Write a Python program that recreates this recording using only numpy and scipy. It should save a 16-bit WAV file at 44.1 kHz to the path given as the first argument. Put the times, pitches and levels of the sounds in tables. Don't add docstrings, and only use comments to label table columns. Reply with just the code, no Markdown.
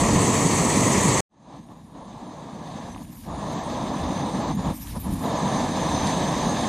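import sys
import numpy as np
from scipy import signal
from scipy.fft import rfft, irfft, next_fast_len
from scipy.io import wavfile

SR = 44100
rng = np.random.default_rng(int(sys.argv[2]) if len(sys.argv) > 2 else 0)


def wav_out(sig):
    wavfile.write(sys.argv[1], SR, np.round(np.clip(np.atleast_2d(sig).T, -1, 1) * 32767).astype(np.int16))


def rack_gain(trim_db):
    fader = np.asarray(trim_db, float)
    return 10 ** (fader / 20)


N = 294588
CUT_S, CUT_TAIL_S, RETURN_S = 1.2055, 0.0081, 1.29
RUMBLE_TOP_HZ = 337


def table(rows, at, scale=np.asarray):
    first, *columns = np.transpose(rows)
    return [np.interp(scale(at), scale(first), column) for column in columns]


def rms_one(x):
    return x / np.sqrt(np.mean(x ** 2) + 1e-20)


def drift(size, rate_hz):
    points = rng.standard_normal(int(size / SR * rate_hz * 2) + 4)
    smooth = rms_one(signal.resample(points, size // 32 + 2))
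    return np.interp(np.arange(size) / 32, np.arange(len(smooth)), smooth)


def turbulence(size, colour, low_hz, high_hz, side, lean, flicker_db, patchy_db, count):
    padded = next_fast_len(size)
    hz = np.maximum(np.arange(padded // 2 + 1) * SR / padded, 1)
    level_db = table(colour, hz, np.log)[0] - 200 * (hz > colour[-1][0])
    mid, other = rfft(rng.standard_normal((2, padded))) * rack_gain(level_db)
    tilt = np.tanh(table(lean, hz, np.log)[0] * np.log(10) / 40)
    apart = rack_gain(table(side, hz, np.log)[0]) * other + tilt * mid
    place = (count + 1) * np.log(hz / low_hz) / np.log(high_hz / low_hz)
    together_db = flicker_db * (drift(size, 7.0) + 1.23 * drift(size, 45.0))
    out = 0
    for k in range(1, count + 1):
        window = np.cos(np.pi / 2 * np.clip(place - k, -1, 1)) ** 2
        band = irfft(np.array([mid, apart]) * window, padded)[:, :size]
        out = out + band * rack_gain(together_db + patchy_db * drift(size, 14.0))
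    return out / np.sqrt(np.mean(out[0] ** 2))


def narrow_noise(hz, width_hz):
    low = signal.butter(2, width_hz / 2, fs=SR, output="sos")
    slow = signal.sosfilt(low, rng.standard_normal((2, 2, len(hz))))
    phase = 2 * np.pi * np.cumsum(hz) / SR
    mid, apart = slow[0] * np.cos(phase) + slow[1] * np.sin(phase)
    return np.array([rms_one(mid), rms_one(apart) * rack_gain(-10.0)])


def through(x, shield):
    padded = next_fast_len(N)
    hz = np.arange(padded // 2 + 1) * SR / padded
    level_db = sum(peak_db * np.exp(-((hz - at_hz) / width_hz) ** 2) for at_hz, width_hz, peak_db in shield)
    return irfft(rfft(x, padded) * rack_gain(level_db), padded)[:, :N]


# start t/s, length t/s, loss of
# roar level/dB, loss of rumble as a multiple of that
GUSTS = [(1.597, .08, 11, 0.16), (1.73, .1, 8, 0.2), (1.82, .1, 8, .5), (2.915, .03, 8, 0.36),
         (2.975, .015, 11, .1), (3.017, 0.21, 19.5, 0.24), (3.153, .07, 3, 1.7), (3.35, .02, 2.5, 1.4),
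         (3.625, 0.0301, 2, 4.0), (4.309, .03, 3.5, 0), (4.538, .025, 14.5, 0.18), (4.608, 0.016, 6.5, 0.2),
         (4.729, .19, 26, 0.51), (4.988, .035, 23.5, 0.56), (5.05, 0.044, 10, 0), (5.11, .09, 11.5, 0.12),
         (5.155, .04, 0.5, 3.0), (5.374, .03, .5, 9.0), (5.674, .06, 3, 0.4)]


def flame_bend():
    attack_s, release_s, edge_per_length, settle_s = 0.023, 0.027, 0.17, .09
    t, roar, rumble = np.arange(N) / SR, 0, 0
    for s, length_s, loss_db, share in GUSTS:
        edge_s = edge_per_length * length_s
        corners = np.cumsum([s - attack_s, attack_s + edge_s, length_s - edge_s * .99, release_s + edge_s])
        bent = loss_db * np.interp(t, corners, [0, 1, 1, 0])
        roar, rumble = roar + bent, rumble + share * bent
    r = np.exp(-1 / (settle_s * SR))
    return roar, rumble, signal.lfilter([1 - r], [1, -r], roar)


# t/s, level/dB
FLAME = [(0.0, -24.5), (1.2, -24.5), (1.29, -84), (1.33, -65), (1.53, -44.5), (2.07, -44.5), (2.88, -39),
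         (3.41, -33.5), (3.7, -31.5), (4.3, -30), (5.45, -27.5), (6.15, -27.5), (6.68, -28)]
# t/s, level/dB
JET = [(1.3, 2), (1.53, -1), (2.0, 0.5), (2.4, 0.5), (2.9, 1.5), (3.3, 0.5), (3.5, 2), (3.8, 0), (4.4, .5),
       (4.68, -0.5), (5.2, 1), (5.5, 2.5), (5.9, 3.5), (6.1, 5), (6.3, 3.5), (6.68, 4)]


def follower(rule):
    offset_db, growth, sudden, lingering, blown = rule
    reference_db = -25.5
    t, (roar, _, slow) = np.arange(N) / SR, flame_bend()
    grown_db = growth * (table(FLAME, t)[0] - reference_db) + blown * table(JET, t)[0]
    return reference_db + offset_db + grown_db - sudden * roar - lingering * slow


def burner(levels_db, start, stop, flame, jet, side, lean):
    size = stop - start
    rumble_db, roar_db, hiss_db = np.array(levels_db)[:, start:stop]
    place = (side, lean)
    rumble = turbulence(size, flame, 66.2, RUMBLE_TOP_HZ * 1.258, *place, flicker_db=0.59, patchy_db=1.5, count=3)
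    roar = turbulence(size, flame, RUMBLE_TOP_HZ * 0.76, 2010, *place, flicker_db=0.22, patchy_db=-0.47, count=4)
    hiss = turbulence(size, jet, 1260, 17800, *place, flicker_db=0.49, patchy_db=0.76, count=10)
    out = np.zeros((2, N))
    out[:, start:stop] = rack_gain(rumble_db) * rumble + rack_gain(roar_db) * roar + rack_gain(hiss_db) * hiss
    return out


# f/Hz, level/dB (per Hz)
BESIDE_FLAME = [(12, -67), (20, -21.5), (36, -23), (50, -11.5), (138, -5), (190, -4), (370, -6),
                (578, -10.5), (779, -12), (992, -7), (1190, -13), (1490, -25.5), (1700, -18), (2210, -45.5),
                (3740, -120)]
BESIDE_JET = [(850, -37.5), (1450, -8), (1880, 2), (2870, -7), (4400, -9), (5310, -11.5), (6220, -0.5),
              (7900, -1), (8720, -3), (9440, -15.5), (10900, -23), (13900, -24.5), (15500, -27)]
# f/Hz, level/dB
BESIDE_SIDE = [(60, -29.5), (130, -39.5), (290, -24.5), (640, -26.5), (1410, -23), (3100, -8.5),
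               (6820, -12.5), (15000, -4.5)]
# f/Hz, level/dB
BESIDE_LEAN = [(60, 1.5), (180, -0.5), (550, -2), (1650, 1.5), (4970, 0), (15000, 8)]
# f/Hz, width f/Hz, level/dB
BESIDE_SHIELD = [(1550, 150, -5.5), (4440, 260, 3), (6440, 190, 1.5), (7300, 86, -10), (7700, 420, 2.5),
                 (8740, 185, -19.5), (9260, 290, 10), (10050, 140, 7.5), (11800, 300, 5), (14300, 250, -3)]


def burner_beside():
    flame_db = table(FLAME[:2], np.arange(N) / SR)[0]
    hiss_db = flame_db - 3.5 + 1.5 * np.arange(N) / SR
    levels_db = flame_db + 2.5, flame_db, hiss_db
    end = round((CUT_S + CUT_TAIL_S) * SR)
    out = burner(levels_db, 0, end, BESIDE_FLAME, BESIDE_JET, BESIDE_SIDE, BESIDE_LEAN)
    return through(out, BESIDE_SHIELD)


# f/Hz, level/dB (per Hz)
ABOVE_FLAME = [(12, -53), (20, -33.5), (32, -16.5), (65, 0), (103, -9.5), (166, 1), (302, -3), (384, -12.5),
               (635, -8.5), (1010, -8.5), (1150, -13.5), (1470, -29), (1700, -45), (2210, -47),
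               (3740, -120)]
ABOVE_JET = [(850, -38), (1450, -4), (1730, 2), (2400, -3.5), (2820, -6), (3720, -1), (5420, -8.5),
             (6290, -6.5), (7150, -9), (9820, -18), (10600, -24.5), (14000, -28.5), (15500, -48)]
# f/Hz, level/dB
ABOVE_SIDE = [(60, 4), (130, -48), (290, -18.5), (640, -51), (1410, -18.5), (3100, -13), (6820, -14),
              (15000, 1.5)]
# f/Hz, level/dB
ABOVE_LEAN = [(60, -0.59), (180, 0.0027), (550, -1.06), (1650, -0.35), (4970, 0.0), (15000, 0.92)]
# offset level/dB, growth per dB of flame, share of sudden loss, of lingering loss, growth per dB of jet
HISS = (-13, 1.0, 0.58, .35, 1.0)


def burner_above():
    roar_loss_db, rumble_loss_db, _ = flame_bend()
    rumble_db = follower((0.87, 0.96, 0, 0, 0)) - rumble_loss_db
    roar_db = table(FLAME, np.arange(N) / SR)[0] - roar_loss_db
    levels_db = rumble_db, roar_db, follower(HISS)
    return burner(levels_db, round(RETURN_S * SR), N, ABOVE_FLAME, ABOVE_JET, ABOVE_SIDE, ABOVE_LEAN)


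# offset level/dB, growth per dB of flame, share of sudden loss, of lingering loss, growth per dB of jet
LOW_MODE = (-20.5, 1.0, 0.06, 0.67, 1.92)
HIGH_MODE = (-28.5, 1.0, -0.24, 0.13, 1.87)
# mode (0 low, 1 high), pitch ratio, width f/Hz, level/dB, waver level/dB
STRANDS = [(0, .995, 420, -2, 2.0), (0, 1.2, 340, -13, 2.5), (1, .945, 330, -9, 5),
           (1, 1.002, 380, -4.5, 2), (1, 1.065, 380, -6, 3.5)]


def tube_modes():
    modes_hz, rise, full_bend_db = (6310, 9020), (.11, .045), 7
    levels_db, bent_db = (follower(LOW_MODE), follower(HIGH_MODE)), flame_bend()[2]
    bend = np.tanh((bent_db / full_bend_db) ** 2)
    out = 0
    for mode, ratio, width_hz, level_db, waver_db in STRANDS:
        k = int(mode > .5)
        hz = modes_hz[k] * (1 + rise[k] * bend) * ratio * (1 + .008 * drift(N, 3.0))
        strand_db = levels_db[k] + level_db + waver_db * drift(N, 9.0)
        out = out + rack_gain(strand_db) * narrow_noise(hz, width_hz)
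    return out * (np.arange(N) > RETURN_S * SR)


# t/s, level/dB
BARE_JET = [
    [(1.5, -82), (1.65, -76), (1.85, -74), (2.05, -87)],
    [(2.84, -75), (2.934, -74), (3.076, -60), (3.25, -56.5), (3.34, -76)],
    [(4.48, -81), (4.768, -51.5), (4.894, -51.5), (4.952, -52), (5.028, -52), (5.184, -52), (5.36, -62)],
]
# f/Hz, level/dB (per Hz)
BARE_COLOUR = [(500, -14), (1000, 6), (1450, -7.5), (2200, -1), (3900, -5), (5500, -0.5), (7000, -4),
               (9500, -4), (12500, -5), (14500, -10), (15600, -25)]
# t/s, level/dB, f/Hz, width f/Hz, length t/s
PUFFS = [(2.925, -60, 10500, 900, 0.032), (2.975, -64, 11000, 1200, .015), (3.042, -59, 12200, 1500, .02),
         (3.128, -57.5, 12300, 1386, 0.034), (3.17, -55, 12400, 1500, 0.047),
         (3.225, -62, 12200, 1490, 0.026), (4.554, -55, 12000, 1500, .02), (4.765, -47, 12300, 1310, 0.052),
         (4.822, -43.5, 12100, 1400, 0.044), (4.896, -49, 12800, 1200, .03),
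         (4.966, -47.5, 10400, 700, 0.0392), (5.008, -42.5, 12400, 1800, 0.027),
         (5.048, -47, 11000, 900, 0.039), (5.126, -53, 12300, 1200, 0.048), (5.131, -47, 9850, 800, 0.037)]


def bare_jet():
    out = np.zeros((2, N))
    for rows in BARE_JET:
        start, stop = round(rows[0][0] * SR), round(rows[-1][0] * SR)
        jet = turbulence(stop - start, BARE_COLOUR, 600, 19000, ABOVE_SIDE, ABOVE_LEAN,
                         flicker_db=1.2, patchy_db=2.2, count=10)
        fade = signal.windows.tukey(stop - start, .25)
        level_db = table(rows, np.arange(start, stop) / SR)[0] + 5.0
        out[:, start:stop] += jet * fade * rack_gain(level_db)
    t = np.arange(-4000, 4000) / SR
    for s, level_db, pitch_hz, width_hz, length_s in PUFFS:
        puff = narrow_noise(np.full(len(t), pitch_hz), width_hz) * np.exp(-(2 * t / length_s) ** 2)
        out[:, round((s + t[0]) * SR):][:, :len(t)] += rack_gain(level_db) * puff
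    return out


# f/Hz, width f/Hz, level/dB
ABOVE_SHIELD = [(1693, 124, 4), (2400, 150, -0.5), (3690, 340, 2.5), (6800, 290, 0), (7940, 160, -4),
                (9130, 110, 0), (9800, 300, -0.5), (12200, 900, 2),
                (5540, 170, -3)]


def above_mug():
    return through(burner_above() + tube_modes() + bare_jet(), ABOVE_SHIELD)


def bursts(rows):
    out, t = np.zeros(N + 600), np.arange(600) / SR
    for s, peak_db, pitch_hz in rows:
        cycles = t * pitch_hz
        envelope = cycles * np.exp(1.4 - 1.77 * cycles)
        tick = np.sin(2 * np.pi * cycles * (1 + 0.051 * cycles)) * envelope
        out[round(s * SR):][:len(t)] += rack_gain(peak_db) * tick
    return out[:N]


# t/s, peak level/dB, f/Hz
SPITS = [(1.512, -54, 3760), (1.688, -46, 2800), (2.948, -33, 2300), (2.979, -36, 2300), (3.052, -42, 2100),
         (3.238, -41, 2800), (3.25, -40, 1895), (3.348, -43, 2006), (4.6, -33, 4000), (4.873, -31, 3200),
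         (2.962, -28, 880),
         (6.0725, -20, 3600),
    (6.0726, -20, 5600),
]


def spits():
    return bursts(SPITS)


# t/s, level/dB
BOIL = [(1.3, -75), (1.6, -63), (3.0, -44), (4.8, -48), (6.68, -41)]


def boil(count=260):
    when, size, pitch = rng.random((count, 3)).T
    s = BOIL[0][0] + when * (N / SR - BOIL[0][0])
    peak_db = table(BOIL, s)[0] - 3.3 * np.log(size + .04) - 5.5
    return bursts(zip(s, peak_db, 1100 * 4.2 ** pitch))


# t/s, level/dB (over calm)
SWELLS = [(0.01, 14), (.15, 9.7), (.95, 7.5), (2.0, 7.3), (2.95, 11), (3.33, 12), (3.8, 5.6), (4.04, 9.9),
          (4.5, 5.7), (4.68, 9.4), (4.96, 14.3), (5.13, 11), (5.96, 5.6), (6.45, 5.5)]


def breeze():
    t, swell_s = np.arange(N) / SR, 0.062
    calm_db = follower((-14, 0.9, 0, 0, 0))
    level_db = calm_db + sum(db * np.exp(-((t - s) / swell_s) ** 2) for s, db in SWELLS)
    band = signal.butter(2, [42, 106], "band", fs=SR, output="sos")
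    return rack_gain(level_db) * rms_one(signal.sosfilt(band, rng.standard_normal(N)))


def scene():
    mid, apart = burner_beside() + above_mug()
    mid = mid + spits() + boil() + breeze()
    return np.array([mid + apart, mid - apart])


def tiles(share, hz, s):
    chance = rng.random((80, len(s) // 2 + 1))
    row, column = (np.sqrt(hz) / 2.2).astype(int), np.arange(len(s)) // 2
    return chance[row][:, column] < share


def steps(rows, hz):
    edges, shares = np.transpose(rows)
    return np.append(shares, 0)[np.searchsorted(edges, hz)][:, None]


# up to f/Hz,
# share 0-1
KEPT_BESIDE = [(900, .97), (2000, .6), (6100, .98), (6800, .3), (7600, .97), (8900, .15), (9600, .9),
               (14000, .45)]
KEPT_QUIET = [(11000, 0), (15700, 1)]
KEPT_MIDDLE = [(1100, .1), (6900, .8), (14300, .25)]
KEPT_LOUD = [(300, .4), (6300, .97), (6900, .1), (14300, .28)]
# t/s, length t/s
FLASHES = [(1.75, .04), (1.86, .04), (2.06, .04), (2.18, .16), (3.0, .07), (3.38, .06), (6.0, .14)]


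def stereo_share(hz, s):
    quiet_until_s, middle_from_s, loud_from_s = 3.4, 3.87, 5.3
    spans = [s < RETURN_S, s > loud_from_s, s > middle_from_s, s < quiet_until_s + 0 * hz[:, None]]
    shares = [steps(rows, hz) for rows in (KEPT_BESIDE, KEPT_LOUD, KEPT_MIDDLE, KEPT_QUIET)]
    kept = np.select(spans, shares, .2 * (hz[:, None] > 7000))
    flash = sum((s >= at) & (s < at + length) for at, length in FLASHES)
    return np.maximum(kept, .8 * np.outer(hz > 1500, flash))


# up to f/Hz, share 0-1
DROPPED = [(7200, 0), (9700, .05), (11100, .09), (13900, .03), (14750, .15), (15100, .85), (16500, .97)]
# t/s, length t/s, low f/Hz, high f/Hz
GAPS = [(3.55, .08, 8500, 10100), (4.42, .07, 9000, 11000)]


def treble_loss(hz, s):
    faint_until_s, quiet_until_s = 2.05, 3.4
    bent = (np.interp(s * SR, np.arange(N), flame_bend()[2]) > 9) & (s > faint_until_s)
    calm = np.outer(hz < 14000, (s > RETURN_S) & (s < quiet_until_s))
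    top_hz = np.minimum(9800 + 9000 * (s - RETURN_S), 12600)
    faint = .8 * (hz[:, None] > top_hz) * (s > RETURN_S) * (s < faint_until_s)
    for at, length, low, high in GAPS:
        faint = faint + np.outer((hz > low) & (hz < high), (s > at) & (s < at + length))
    return steps(DROPPED, hz) * ~bent * ~calm + faint


def low_pass(x):
    return signal.sosfilt(signal.butter(12, 15640, fs=SR, output="sos"), x)


def record(dry):
    hz, s, (left, right) = signal.stft(dry, SR, nperseg=2048, noverlap=1024)
    coarse_db = 1.8 * rng.standard_normal((len(hz) // 4 + 1, len(s))).repeat(4, axis=0)[:len(hz)]
    coarse = rack_gain(coarse_db * np.clip(hz / 7000, 0, 1)[:, None])
    mid = (left + right) / 2 * ~tiles(treble_loss(hz, s), hz, s) * coarse
    apart = (left - right) / 2 * tiles(stereo_share(hz, s), hz, s) * coarse
    out = signal.istft(np.array([mid + apart, mid - apart]), SR, nperseg=2048, noverlap=1024)[1][:, :N]
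    cut, tail_end, back = round(CUT_S * SR), round((CUT_S + CUT_TAIL_S) * SR), round(RETURN_S * SR)
    out[:, cut:back] *= rack_gain(-69)
    out[:, tail_end:back] = 0
    out[:, back:][:, :1200] *= np.linspace(0, 1, 1200)
    return low_pass(out)


dry = scene()
out = record(dry)
wav_out(out)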